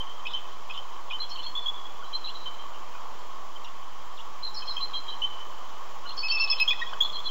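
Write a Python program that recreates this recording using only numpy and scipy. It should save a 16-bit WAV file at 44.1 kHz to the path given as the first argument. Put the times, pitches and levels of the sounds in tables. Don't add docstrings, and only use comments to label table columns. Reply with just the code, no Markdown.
import sys
import numpy as np
from scipy import signal
from scipy.fft import rfft, irfft, next_fast_len
from scipy.io import wavfile
from scipy.ndimage import uniform_filter1d

SR = 44100
rng = np.random.default_rng(int(sys.argv[2]) if len(sys.argv) > 2 else 0)


def gain_from_db(level_db):
    decades = np.asarray(level_db, float) / 20
    return 10 ** decades


def file_out(sig):
    cols = np.atleast_2d(sig).T
    lim = np.clip(cols, -1, 1)
    pcm = np.round(lim * 32767).astype(np.int16)
    wavfile.write(sys.argv[1], SR, pcm)


N = 321930


def evened(x):
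    return x / np.sqrt(np.mean(x ** 2) + 1e-20)


def smoothed(x, size):
    return uniform_filter1d(uniform_filter1d(x, size=size), size=size)


def add(mix, start_s, sound):
    part = mix[max(round(start_s * SR), 0):][:len(sound)]
    part += sound[:len(part)]


def coloured(x, gain):
    size = next_fast_len(len(x))
    return irfft(rfft(x, size) * gain(np.fft.rfftfreq(size, 1 / SR)), size)[:len(x)]


def whistle(length_s, start_hz, mid_hz, end_hz, partials_db, rough, bounce,
            sharp=2.4, fade_db=5.0, rise_s=0.0044, size=130):
    u = np.linspace(0, 1, max(round(length_s * SR), 64))
    luck = rng.random(2)
    air = rng.standard_normal((2, 5000))
    arch = (1 - abs(2 * u - 1) ** sharp) * (mid_hz - (start_hz + end_hz) / 2)
    pitch_hz = start_hz + (end_hz - start_hz) * u + arch
    turns = np.cumsum(pitch_hz) / SR + luck[0]
    shimmer = evened(smoothed(air, size))[:, 300:300 + len(u)]
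    blur = np.sqrt(1 - rough) + np.sqrt(rough) * (shimmer[0] + 1j * shimmer[1]) / np.sqrt(2)
    tone = sum(gain_from_db(db) * np.exp(2j * np.pi * (k + 1) * turns) for k, db in enumerate(partials_db))
    onset = np.minimum(u * length_s / min(rise_s, 0.55 * length_s), 1)
    release = np.minimum((1 - u) * length_s / 0.0071, 1)
    tone = (tone * blur).imag * onset * release * gain_from_db(fade_db * (.5 - u))
    lag = round(SR * (.007 + .006 * luck[1]))
    return np.r_[tone, np.zeros(lag)] + bounce * np.r_[np.zeros(lag), tone]


def upper_trills():
    # start_s, length_s, pitch_hz, level_db, fade_db (across the note)
    upper_notes = [(1.185, 0.011, 4000, -43, 0), (1.198, 0.027, 4147, -27.5, 3),
                   (1.301, 0.043, 4310, -38, 6), (1.431, 0.064, 4300, -41, 15),
                   (2.401, 0.037, 4020, -46, 0), (2.041, 0.047, 4010, -53, 0), (2.132, 0.033, 4100, -31, 4),
                   (2.241, .062, 4090, -36.5, 20), (2.46, 0.018, 3820, -44, 0),
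                   (4.532, 0.033, 4110, -42, -5), (4.805, 0.048, 4110, -32.5, 7),
                   (4.934, 0.054, 4070, -35, -3), (5.079, 0.035, 3950, -39.5, 0),
                   (6.066, 0.06, 4190, -37.5, -3), (6.172, 0.046, 4470, -29, -4),
                   (6.278, 0.039, 4470, -29, -3), (6.479, .042, 4280, -33.5, 0.5),
                   (6.58, 0.046, 4130, -35.5, 8), (6.727, 0.0099, 4520, -45, 1),
                   (7.139, 0.024, 4160, -31, 4), (7.255, 0.037, 4120, -35, 9), (2.342, .04, 4000, -40, 9)]
    return [(s, n, hz * (1 - 0.042), hz, hz * (1 - 0.0098), db, fade, .009)
            for s, n, hz, db, fade in upper_notes]


def lower_trills():
    # start_s, length_s, pitch_hz, level_db
    lower_notes = [(1.217, 0.032, 3350, -39), (1.306, .04, 3130, -47), (1.423, 0.019, 3460, -41),
                   (1.463, 0.016, 3300, -34.5), (1.786, .05, 3320, -70), (2.03, 0.03, 3125, -47),
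                   (2.126, 0.019, 3170, -36.5), (2.16, 0.017, 3190, -40), (2.23, 0.058, 3210, -49),
                   (2.35, 0.02, 3190, -50), (2.454, 0.035, 3084, -38.5), (2.732, .04, 3080, -54),
                   (4.603, 0.02, 3200, -42), (4.618, 0.019, 3125, -37.5), (4.674, 0.016, 3260, -37.5),
                   (4.806, .016, 3145, -39.5), (4.765, 0.013, 3190, -25.5), (4.936, 0.038, 3220, -30.5),
                   (5.079, 0.025, 3190, -32.5), (5.111, 0.028, 3090, -40.5), (5.327, 0.076, 3034, -45.5),
                   (6.169, .03, 3240, -48.5), (6.291, 0.029, 3152, -33.5), (6.512, 0.017, 3380, -29.5),
                   (6.702, 0.023, 3455, -27.5), (7.115, 0.048, 3320, -44), (7.153, 0.032, 3254, -37),
                   (7.253, 0.017, 3370, -31.5), (7.286, 0.045, 3210, -30.5)]
    return [(s, n, hz * (1 - 0.0076), hz, hz * (1 - 0.011), db, 5.5, .005) for s, n, hz, db in lower_notes]


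def hooked_falls():
    # start_s, length_s, top_hz, level_db, fade_db (across the note)
    fall_notes = [(4.426, 0.056, 4147, -31.5, 4.5), (4.562, 0.02, 4390, -33.5, -2),
                  (4.583, .02, 4250, -42, -3), (7.025, 0.035, 4210, -38.5, -3),
                  (7.126, 0.014, 4280, -36, 2), (7.238, 0.025, 4230, -40, 0),
                  (4.67, 0.049, 4215, -32.5, -1), (6.378, 0.045, 4420, -32.5, 6)]
    return [(s, n, hz * (1 - 0.043), hz, hz * (1 - 0.088), db, fade, .009)
            for s, n, hz, db, fade in fall_notes]


def stray_chips():
    # start_s, length_s, pitch_hz, level_db
    stray_notes = [(0, 0.027, 3120, -33.5), (0.036, 0.097, 3140, -46), (0.092, 0.019, 3160, -44),
                   (0.267, 0.011, 3020, -32), (0.331, 0.009, 3990, -39), (0.705, 0.007, 3290, -47),
                   (0.774, 0.012, 3090, -29.5), (0.784, 0.0093, 3110, -33.5), (1.388, .014, 3040, -33.5),
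                   (1.355, 0.017, 3140, -37), (1.099, 0.012, 3340, -41.5), (1.119, 0.022, 2940, -36),
                   (1.132, 0.021, 3070, -31.5), (1.121, 0.01, 3590, -40), (1.44, 0.011, 2670, -46),
                   (2.03, 0.01, 1320, -54), (2.937, 0.032, 2465, -50.5), (0.334, 0.021, 3086, -31),
                   (3.555, 0.021, 3120, -45.5), (3.642, 0.015, 3000, -52), (3.805, 0.041, 3090, -55),
                   (4.094, .046, 3210, -59), (4.15, 0.043, 3600, -64), (4.56, 0.06, 5110, -40.5),
                   (4.681, 0.05, 5110, -48), (4.73, 0.045, 5220, -54), (5.719, 0.031, 3010, -55),
                   (6.047, 0.026, 1430, -50.5), (6.053, 0.022, 2975, -43.5), (7.035, 0.062, 3500, -43)]
    return [(s, n, hz * (1 - 0.011), hz, hz * (1 - 0.011), db, 5.5, .0045) for s, n, hz, db in stray_notes]


def far_notes(perches):
    notes = upper_trills() + lower_trills() + hooked_falls() + stray_chips()
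    for k, (s, length, start, mid, end, db, fade_db, rise_s) in enumerate(notes):
        rough = np.clip((-27 - db) / 55, .03, .27)
        partials_db = [db, 1.5 * db - 18.5]
        add(perches[k % 2], s, whistle(length, start, mid, end, partials_db, rough, 0.21,
                                       2.14, fade_db, rise_s, size=105))


def yelps(perches):
    # start_s, length_s, pitch_hz, level_db, beats_per_s
    yelp_notes = [(1.55, 0.046, 3450, -26, 42), (1.657, 0.037, 3360, -23.5, 56),
                  (5.217, .04, 3070, -24, 76), (6.676, 0.026, 3330, -16.5, 125),
                  (7.004, 0.025, 3380, -14, 66)]
    for k, (s, length, hz, db, beats) in enumerate(yelp_notes):
        end = hz + 330 - 9000 * length
        note = whistle(length, hz - 130, hz, end, [db, 1.77 * db - 14.0], 0.036, .2, fade_db=2.0)
        throb = np.sqrt(abs(np.sin(np.pi * beats * np.arange(len(note)) / SR)))
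        add(perches[k % 2], s, note * (1 - .85 * (1 - throb)))


def low_bird(perch):
    # start_s, length_s, pitch_hz, level_db (fundamental), octave_db
    low_notes = [(0.255, 0.013, 2480, -31, -60), (0.265, 0.015, 2570, -29, -49),
                 (0.698, 0.013, 2510, -35, -61), (.706, 0.013, 2580, -34, -50.5),
                 (1.108, 0.012, 2490, -28.5, -56), (3.645, 0.0097, 2800, -41, -44),
                 (4.622, 0.026, 2560, -46.5, -68), (4.767, 0.034, 2560, -45, -58),
                 (6.17, 0.04, 2620, -59, -39), (6.229, 0.052, 2583, -29, -34.5),
                 (6.309, 0.059, 2666, -25, -26.5), (6.395, 0.06, 2668, -24, -25.5),
                 (6.498, 0.034, 2621, -32.5, -18.5), (6.598, 0.039, 2578, -18.5, -26.5),
                 (6.705, 0.027, 2503, -25, -44), (6.731, 0.0083, 1950, -27.5, -35),
                 (6.815, .02, 1891, -28.5, -38), (6.934, 0.0076, 1540, -29, -28.5)]
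    for s, length, mid, db, octave_db in low_notes:
        third_db = min(db, octave_db) - 15.5
        edge = mid - 1600 * length
        fade_db = 12.0 if length < .033 else 1.5
        add(perch, s, whistle(length, edge, mid, edge, [db, octave_db, third_db], .025, .15,
                              fade_db=fade_db, rise_s=max(.13 * length, .004)))


def chatter(perches):
    # start_s, length_s, lowest_hz, level_db
    chatter_notes = [(0.249, 0.052, 3120, -44.5), (0.298, 0.032, 3390, -43), (.352, 0.035, 3060, -37),
                     (0.693, .037, 3120, -43.5), (0.733, 0.041, 2914, -44.5), (1.1, 0.018, 3070, -40.5),
                     (2.74, 0.015, 2820, -51), (4.8, 0.023, 3140, -41), (6.375, 0.018, 3380, -40),
                     (6.475, 0.018, 3030, -40.5), (6.56, 0.021, 3060, -39.5), (6.58, .018, 3150, -32.5),
                     (6.215, 0.037, 3050, -48.5), (6.31, 0.041, 3030, -46), (6.405, 0.04, 3110, -46),
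                     (6.315, 0.023, 3850, -47.5), (6.42, 0.033, 3890, -50), (6.6, .04, 3030, -43),
                     (6.525, .03, 3150, -43.5), (.272, 0.033, 3440, -45), (.74, .035, 3350, -44)]
    for k, (s, length, low, db) in enumerate(chatter_notes):
        edge = low * (1 + 0.11)
        add(perches[k % 2], s, whistle(length, edge, low, edge, [db], .4, bounce=0.38, size=60))


def peeps(perch):
    # start_s, length_s, lowest_hz, level_db
    peep_notes = [(1.353, .05, 2680, -46), (2.254, 0.055, 2670, -39.5), (3.641, 0.053, 2676, -44),
                  (4.168, 0.044, 2770, -43.5), (6.083, 0.046, 2770, -43.5)]
    for s, length, low, db in peep_notes:
        add(perch, s, whistle(length, low * 1.6, low, low * 1.4, [db], .12, 0.3, 1.4, fade_db=-6.5))


def squeaks(perch):
    # start_s, length_s, final_hz, level_db
    squeak_notes = [(0.266, 0.014, 2940, -36), (1.29, 0.031, 5120, -44.5), (4.543, 0.016, 5060, -38),
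                    (4.667, 0.011, 5050, -45)]
    for s, length, end, db in squeak_notes:
        add(perch, s, whistle(length, end * 1.15, end * 1.03, end, [db], .4, .4, 1.4))


def murmurs(perch):
    # start_s, length_s, pitch_hz, level_db
    murmur_notes = [(2.3, 0.031, 3060, -56), (2.51, .06, 4020, -58), (2.593, 0.046, 3960, -61),
                    (4.63, .04, 5150, -58), (4.78, 0.061, 5200, -57), (6.363, 0.029, 2590, -29),
                    (6.449, 0.052, 2582, -36.5), (6.525, 0.018, 2575, -23), (6.628, 0.029, 2625, -55),
                    (2.023, 0.013, 1430, -40.5), (2.04, 0.013, 1530, -52), (0.133, 0.058, 3210, -50),
                    (1.347, .075, 4340, -53), (1.497, .1, 4230, -57), (2.506, .05, 3070, -49),
                    (2.585, .065, 3140, -47.5), (5.263, .06, 3040, -48.5), (5.392, .09, 3030, -52),
                    (5.0, .07, 3210, -57), (6.237, .035, 4350, -43)]
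    for s, length, hz, db in murmur_notes:
        add(perch, s, whistle(length, hz, hz, hz, [db], rough=.12, bounce=.2))


def ticks():
    # start_s, level_db, centre_hz, width_hz
    tick_events = [(0.272, -43, 3600, 1500), (0.31, -46, 3420, 1200), (0.316, -49, 5200, 500),
                   (0.335, -46, 5300, 500), (0.777, -47, 5300, 500), (1.119, -46, 5100, 500),
                   (0.74, -44, 3400, 1000), (0.694, -40, 3200, 1200), (1.103, -45, 3200, 1200),
                   (1.194, -43, 1400, 800), (1.302, -41.5, 5100, 2490), (1.432, -43.5, 4480, 2960),
                   (2.952, -36, 1190, 400), (4.804, -47, 3620, 1190), (4.935, -41, 3300, 1000),
                   (4.937, -47, 2600, 400), (6.18, -44, 3220, 900), (6.17, -39.5, 5340, 1200),
                   (6.285, -32, 3840, 2150), (6.477, -36, 3500, 1000), (6.6, -30, 3600, 2540),
                   (6.708, -35, 4500, 1800), (6.932, -33, 1100, 600), (7.052, -32.5, 1020, 300),
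                   (7.124, -47.5, 4070, 3550)]
    out = np.zeros(N)
    puffs = rng.standard_normal((len(tick_events), 270))
    for (s, db, centre, width), puff in zip(tick_events, puffs):
        band = coloured(puff, lambda hz: np.exp(-((hz - centre) / width) ** 2 * 2))
        add(out, s - .003, gain_from_db(db) / 3 * evened(band) * np.hanning(len(puff)))
    return out


def eagles():
    perches = np.zeros((3, N))
    far_notes(perches)
    yelps(perches)
    chatter(perches)
    low_bird(perches[2])
    peeps(perches[2])
    squeaks(perches[2])
    murmurs(perches[2])
    return perches + ticks()


def cliff(perches):
    # delay_s, level_db
    ledges = [(.006, -4), (.011, -2), (.019, -20.5), (.034, -13.5), (.052, -21), (.11, -17), (.16, -15.5)]
    t = np.arange(SR) / SR
    taps = rng.choice([-1., 1.], (3, SR)) * (rng.random((3, SR)) < 2000 / SR) / np.sqrt(2000)
    near_tail = gain_from_db(2.5 - 60 * t / 0.2)
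    cove_tail = gain_from_db(-4.5 - 60 * t / 1.38)
    taps *= (near_tail + cove_tail) * np.minimum(t / 0.02, 1)
    stretch = rng.uniform(.8, 1.25, (3, len(ledges)))
    for k, (s, db) in enumerate(ledges):
        taps[np.arange(3), (s * stretch[:, k] * SR).astype(int)] += gain_from_db(db - 1.5)
    taps *= gain_from_db([[0.5], [0.5], [-6.0]])
    echoes = signal.fftconvolve(perches, taps, axes=1)[:, :N].sum(0)
    echoes = signal.hilbert(echoes, next_fast_len(N))[:N]
    gusts = evened(smoothed(rng.standard_normal((2, N)), 400))
    return (echoes * (.97 + .12 * (gusts[0] + 1j * gusts[1]))).real


def surf():
    # frequency_hz, density_db (per Hz)
    wash_spectrum = [(12, -32.5), (20, -2), (33, -23.5), (86, -33), (181, -32.5), (210, -38.5), (232, -32),
                     (420, -26), (705, -23.5), (779, -21), (1100, -13.5), (1480, -29), (3040, -35.5),
                     (3350, -37), (7400, -38.5), (9620, -75.5), (16300, -120)]
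    # time_s, level_db
    wash_level = [(0, -45), (1.5, -45.5), (3, -44.5), (3.8, -46), (5, -44.5), (6, -44.5), (6.9, -43.5),
                  (7.3, -44)]
    # centre_hz, width_hz, level_db
    resonances = [(1100, 53, -11.5), (3140, 440, -27.5)]
    frames, hz = N // 256 + 5, np.fft.rfftfreq(1024, 1 / SR)
    a, b, patches = rng.standard_normal((frames, 513, 3)).T
    patches = evened(uniform_filter1d(uniform_filter1d(patches, 8, 0), 10, 1))
    f, db = np.transpose(wash_spectrum)
    power = gain_from_db(2 * np.interp(np.log(hz + 1), np.log(f + 1), db))
    for centre, width, ring_db in resonances:
        power += gain_from_db(2 * ring_db) / (1 + (2 * (hz - centre) / width) ** 2) ** 2
    z = (a + 1j * b) * np.sqrt(power)[:, None] * gain_from_db(patches)
    wash = evened(signal.istft(z, nperseg=1024, noverlap=768)[1][:N])
    return wash * gain_from_db(np.interp(np.arange(N) / SR, *np.transpose(wash_level)) + 1.5)


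def hum():
    # frequency_hz, level_db
    mains = [(60, -72.5), (120, -89.5), (180, -75), (240, -73.5)]
    # frequency_hz, level_db
    whine_tone = (10587, -91)
    t = np.arange(N) / SR
    return sum(np.sqrt(2) * gain_from_db(db) * np.sin(2 * np.pi * (hz * t + rng.random()))
               for hz, db in mains + [whine_tone])


def thinned(x, reach_db=52.5, band_hz=500):
    hz, t, z = signal.stft(x, SR / 2, nperseg=1024, noverlap=768)
    band = uniform_filter1d(abs(z) ** 2, max(round(band_hz / hz[1]), 1), axis=0)
    loudest = (band * np.clip(hz / 5200, 0, 1)[:, None] ** 4).max(0)
    keep = (band > loudest * gain_from_db(-2 * reach_db)) | (hz < 3800)[:, None]
    bass = (hz > 95) & (hz < 165)
    rumble = uniform_filter1d((abs(z[bass]) ** 2).mean(0), size=5)
    keep[bass] &= rumble > np.quantile(rumble, .35)
    return signal.istft(z * np.where(keep, 1, .1), SR / 2, nperseg=1024, noverlap=768)[1][:len(x)]


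def scene():
    perches = eagles()
    return (perches.sum(0) + cliff(perches) + surf())[None]


def roll_off(x):
    return signal.sosfilt(signal.butter(12, 17140, fs=SR, output="sos"), x)


def record(dry):
    crack_event = (6.6035, -19)
    limited = coloured(dry[0], lambda hz: np.where(hz < 7450, 1, gain_from_db(-42.0)))
    hiss = coloured(rng.standard_normal(N), lambda hz: (hz < SR / 4) / (1 + (hz / 9000) ** 4))
    half_rate = (limited + gain_from_db(-58.5) * hiss + hum())[::2]
    held = np.repeat(thinned(half_rate), 2)[:N]
    crack = coloured(signal.unit_impulse(89, 'mid'), lambda hz: np.clip(hz / 5000, 0, 1) ** 2)
    add(held, crack_event[0] - .001, gain_from_db(crack_event[1]) * crack)
    mix = coloured(held, lambda hz: hz < 15780)[None] + .0539
    return roll_off(mix)


dry = scene()
out = record(dry)
file_out(out)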